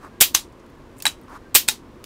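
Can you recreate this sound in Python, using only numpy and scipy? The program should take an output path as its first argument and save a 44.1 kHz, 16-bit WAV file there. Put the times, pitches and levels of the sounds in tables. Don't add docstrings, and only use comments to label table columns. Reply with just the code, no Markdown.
import sys
import numpy as np
from scipy import signal
from scipy.fft import rfft, irfft
from scipy.io import wavfile
from scipy.ndimage import map_coordinates

SR = 44100
rng = np.random.default_rng(int(sys.argv[2]) if len(sys.argv) > 2 else 0)


def waveform_to_disk(signal):
    frames = np.transpose(np.atleast_2d(signal))
    scaled = np.clip(frames, -1, 1) * 32767
    samples = np.round(scaled).astype(np.int16)
    wavfile.write(sys.argv[1], SR, samples)


def ratio_of_db(decibels):
    return 10 ** (np.asarray(decibels, float) / 20)


N = 90404


def hammer_falls():
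    blow_times = [.2086, 1.5493]
    stage_leads = [.0062, .0041, 0]
    # level/dB, crack length/s, accent f/Hz
    stages = [
        (-36, .004, 4000),
        (-11, .003, 7500),
        (9.5, 0.014, 8300),
    ]
    # f/Hz, level/dB
    fall_tone = [(120, -49), (200, -9), (791, -19), (1000, -14), (2960, 0.5), (8580, -6), (12200, -3.5),
                 (14300, 4), (16000, -6.5)]
    # f/Hz, level/dB, t60/s
    fall_modes = [(2410, 0.5, 0.042), (3010, -1, 0.082), (3490, -6.5, .06), (3740, -6, 0.095),
                  (7050, 0.5, 0.091), (8120, -1, .07), (8330, 2, 0.046), (12730, -13, .06),
                  (14750, -9, 0.031)]
    rise = 0.0002
    contacts = []
    for blow in blow_times:
        for lead, (db, length, accent_hz) in zip(stage_leads, stages):
            contacts.append((blow - lead, db, length, rise, accent_hz))
    return contact_series(contacts, fall_tone, fall_modes, ring_db=-24, room_db=-12.5)


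def trigger_resets():
    # t/s, level/dB, crack length/s, rise/s, accent f/Hz
    resets = [
        (.3395, -34, .004, .002, 7000),
        (.3543, -9, .003, .0004, 8500),
        (1.676, -34, .004, .001, 8000),
        (1.6935, -14, .004, .001, 7500),
        (.3425, -12, .007, .003, 12500),
        (1.6797, -16, .007, .0003, 8500),
        (.3479, 7, .0037, .0002, 6300),
        (1.6853, 4.5, .0034, .0005, 8500),
    ]
    # f/Hz, level/dB
    reset_tone = [(240, -54), (400, -17), (814, -16), (1530, -14), (1960, -12), (3810, -7.5), (12900, -14),
                  (16000, -17.5)]
    # f/Hz, level/dB, t60/s
    reset_modes = [(3800, -8, .1), (6440, -8, 0.079), (7970, -10, .05), (12120, -8.5, 0.0504)]
    return contact_series(resets, reset_tone, reset_modes, ring_db=-20.5, room_db=-23)


def cocking():
    # t/s, level/dB, crack length/s, rise/s, accent f/Hz
    cocks = [
        (1.073, -16, .01, .003, 8000),
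        (1.0541, -3, .0026, .0004, 8200),
        (1.0601, -9, .0012, .0002, 8000),
        (1.0654, -3, .0034, .0004, 4000),
    ]
    # f/Hz, level/dB
    cock_tone = [(350, -54), (600, -8.5), (1830, -6.5), (3080, -1), (3830, -13.5), (4710, -8), (8270, -10),
                 (16000, -18)]
    # f/Hz, level/dB, t60/s
    cock_modes = [(1624, -11, 0.035), (3900, 1.5, 0.089), (4410, -17.5, 0.093), (8340, -4, 0.044)]
    return contact_series(cocks, cock_tone, cock_modes, ring_db=-17, room_db=-22.5)


def frame_knocks():
    # t/s, level/dB, f/Hz, t60/s
    knocks = [(.2086, -33.5, 35, 0.092), (.2086, -12, 363, 0.041), (0.2102, -28, 519, .07),
              (.2086, -15, 750, .06), (.2086, -17, 1885, .07), (.3479, -31, 40, .08),
              (.3479, -40, 1050, .04), (1.002, -40, 2650, 0.048), (1.028, -35, 6900, 0.046),
              (1.0541, -16, 874, 0.035), (1.0541, -21.5, 1167, .03), (1.0541, -8, 1640, 0.016),
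              (1.0541, -13.5, 2120, 0.023), (1.0667, -34.5, 3900, 0.2), (1.0647, -42, 3750, 0.15),
              (1.5493, -27, 35, .1), (1.5493, -22.5, 350, .08), (1.5493, -35, 1224, 0.046),
              (1.5493, -20, 1980, .07), (1.5493, -6, 3536, .07), (1.6853, -42, 280, .07),
              (1.6853, -21.5, 878, .05), (1.6853, -19, 1400, 0.037), (1.6853, -4, 2450, 0.0178)]
    rise = 0.0006
    out = np.zeros(N)
    t = np.arange(8192) / SR
    onset = 1 - np.exp(-t / rise)
    for s, db, hz, t60 in knocks:
        decay = ratio_of_db(db - 60 * t / t60)
        add(out, s, decay * np.sin(2 * np.pi * hz * t) * onset)
    return out


def lockwork_ticks():
    # t/s, level/dB, length/s, colour f/Hz, colour width/ln Hz
    ticks = [(0.524, -57.5, 0.0063, 6950, 0.69), (.595, -55.5, .01, 6000, 0.43),
             (0.662, -57, 0.0073, 7000, 0.71), (.697, -57, 0.00807, 11000, 1.1),
             (0.964, -53.5, 0.0032, 8250, 0.15), (.968, -56.5, .02, 8000, 0.62),
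             (.9788, -49.5, 0.0014, 10100, 0.57), (0.983, -41.5, 0.0021, 14100, 0.38),
             (.9835, -42, 0.0034, 7900, 0.16), (0.989, -41, 0.0035, 9500, 0.3),
             (1.0006, -36, 0.0047, 7900, .6), (1.003, -36.5, 0.0049, 3800, 0.85),
             (1.0228, -21, 0.0043, 6600, 1.3), (1.0229, -30.5, 0.0027, 14800, .3),
             (1.2135, -45, 0.0021, 9000, 2.3), (1.2345, -56, .004, 9100, 0.15),
             (1.2822, -35, 0.0042, 1090, 0.2), (1.283, -58, 0.0036, 5000, 0.66),
             (2.041, -26.5, 0.0031, 3700, 1.3)]
    out = np.zeros(N)
    for s, db, length, colour_hz, width in ticks:
        colour = lambda hz: bell(hz, colour_hz, width)
        add(out, s, ratio_of_db(db) * click(colour, length, rise=0.000067, room_db=-20.5))
    return out


def contact_series(contacts, tone, modes, ring_db, room_db):
    out = np.zeros(N)
    gain = lambda hz: ratio_of_db(along(tone, hz))
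    for s, db, length, rise, accent_hz in contacts:
        sound = click(gain, length, rise, room_db, modes, ring_db, accent_hz, accent_db=12)
        add(out, s, ratio_of_db(db) * sound)
    return out


def click(gain, length, rise, room_db, modes=(), ring_db=0, accent_hz=8000, accent_db=0):
    accent_width, ring_blur_hz, steel_low_hz = 0.099, 60.18, 720
    t = np.arange(16384) / SR
    onset = 1 - np.exp(-(t / rise) ** 2)
    struck = lambda hz: gain(hz) * ratio_of_db(accent_db * bell(hz, accent_hz, accent_width))
    chatter = noise(len(t), struck) * np.exp(-(t / length) ** 3) * onset / 2
    out = chatter + ratio_of_db(room_db) * tail(len(t), gain)
    for mode_hz, db, t60 in modes:
        resonance = lambda hz: 1 / (1 + ((hz - mode_hz) / ring_blur_hz) ** 2)
        decay = ratio_of_db(ring_db + db - 60 * t / t60)
        out = out + onset * decay * noise(len(t), resonance)
    high_pass = signal.butter(4, steel_low_hz, "high", fs=SR, output="sos")
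    return signal.sosfilt(high_pass, out)


def trigger_drags():
    # start t/s, length/s, level/dB, fall/s
    pulls = [
        (0, 0.1, -40.5, 0.054),
        (1.27, 0.1136, -42, 0.009),
    ]
    # f/Hz, level/dB
    drag_tone = [(500, -12), (850, 3), (1200, 7), (1800, -6), (3000, -21), (7000, -22), (15000, -30.5),
                 (17000, -38)]
    rise_share, rough_db = 0.49, 1.5
    t = np.arange(N) / SR
    swell = np.zeros(N)
    for s, length, db, fall in pulls:
        attack = np.clip((t - s) / (rise_share * length), 0, 1)
        release = np.clip((s + length - t) / fall, 0, 1)
        swell += ratio_of_db(db) * attack * release
    roughness = ratio_of_db(rough_db * wobble(120))
    return swell * roughness * noise(N, lambda hz: ratio_of_db(along(drag_tone, hz)))


def springs():
    # start t/s, length/s, f/Hz, level/dB
    songs = [
        (.1, 0.14, 1620, -60),
        (1.413, 0.1, 1585, -59),
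        (2, .25, 15000, -75),
        (.45, .4, 29000, -86),
    ]
    width_hz = 33
    t = np.arange(N) / SR
    out = np.zeros(N)
    for s, length, song_hz, db in songs:
        swell = np.sin(np.pi * np.clip((t - s) / length, 0, 1))
        out += ratio_of_db(db) * swell * noise(N, lambda hz: np.exp(-((hz - song_hz) / width_hz) ** 2))
    return out


def room_air():
    # f/Hz, level/dB
    air_tone = [(12, -31), (20, -2), (168, -5.5), (193, -13.5), (216, -7), (485, -9), (780, -18.5),
                (1000, -16.5), (16000, -48.5)]
    level_db = -45.5 - 1.5 + 0.66 * wobble(2.2)
    return ratio_of_db(level_db) * noise(N, lambda hz: ratio_of_db(along(air_tone, hz)))


def far_fan():
    # f/Hz, width/Hz, level/dB
    fan_bands = [(251, 70, -54), (345, 49, -55), (1020, 210, -61)]
    out = np.zeros(N)
    for band_hz, width_hz, db in fan_bands:
        band = noise(N, lambda hz: np.exp(-((hz - band_hz) / width_hz) ** 2))
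        out += ratio_of_db(db + wobble(4.1)) * band
    return out


def tail(size, gain):
    # f/Hz, t60/s
    room_decay = [(400, 0.24), (1500, 0.13), (4000, 0.16), (8000, .16), (15000, .13)]
    gap = 0.0045
    hz, t, z = signal.stft(noise(size, gain), SR, nperseg=128)
    decay = ratio_of_db(-60 * t / along(room_decay, hz)[:, None])
    field = signal.istft(z * decay, SR, nperseg=128)[1][:size]
    return field * (1 - np.exp(-(np.arange(size) / SR / gap) ** 2))


def unit(x):
    return x / np.sqrt(np.mean(x ** 2) + 1e-20)


def along(points, hz):
    f, v = np.transpose(points)
    return np.interp(np.log(hz + 1), np.log(f + 1), v)


def bell(hz, centre_hz, width):
    return np.exp(-(np.log(hz / centre_hz + 1e-9) / width) ** 2)


def noise(size, gain):
    spectrum = rfft(rng.standard_normal(size))
    return unit(irfft(spectrum * gain(np.fft.rfftfreq(size, 1 / SR)), size))


def wobble(rate):
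    knots = rng.standard_normal(int(N * rate / SR) + 4)
    return map_coordinates(knots, [np.arange(N) * rate / SR])


def add(track, s, sound):
    part = track[round(s * SR):][:len(sound)]
    part += sound[:len(part)]


def scene():
    impacts = hammer_falls() + trigger_resets() + cocking() + frame_knocks() + lockwork_ticks()
    friction = trigger_drags() + springs()
    background = room_air() + far_fan()
    return (impacts + friction + background)[None]


def top_cut(x):
    return signal.sosfilt(signal.butter(12, 17060, fs=SR, output="sos"), x)


def record(dry):
    clip_top, clip_hard = 0.57, 10
    top_hz, edge_hz, leak_db = 15750, 50, -38
    overloaded = dry / (1 + np.abs(dry / clip_top) ** clip_hard) ** (1 / clip_hard)
    hz = np.fft.rfftfreq(N, 1 / SR)
    low_pass = 1 / (1 + np.exp(np.clip((hz - top_hz) / edge_hz, -50, 50)))
    mix = irfft(rfft(overloaded) * (ratio_of_db(leak_db) + low_pass), N)
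    return top_cut(mix)


dry = scene()
out = record(dry)
waveform_to_disk(out)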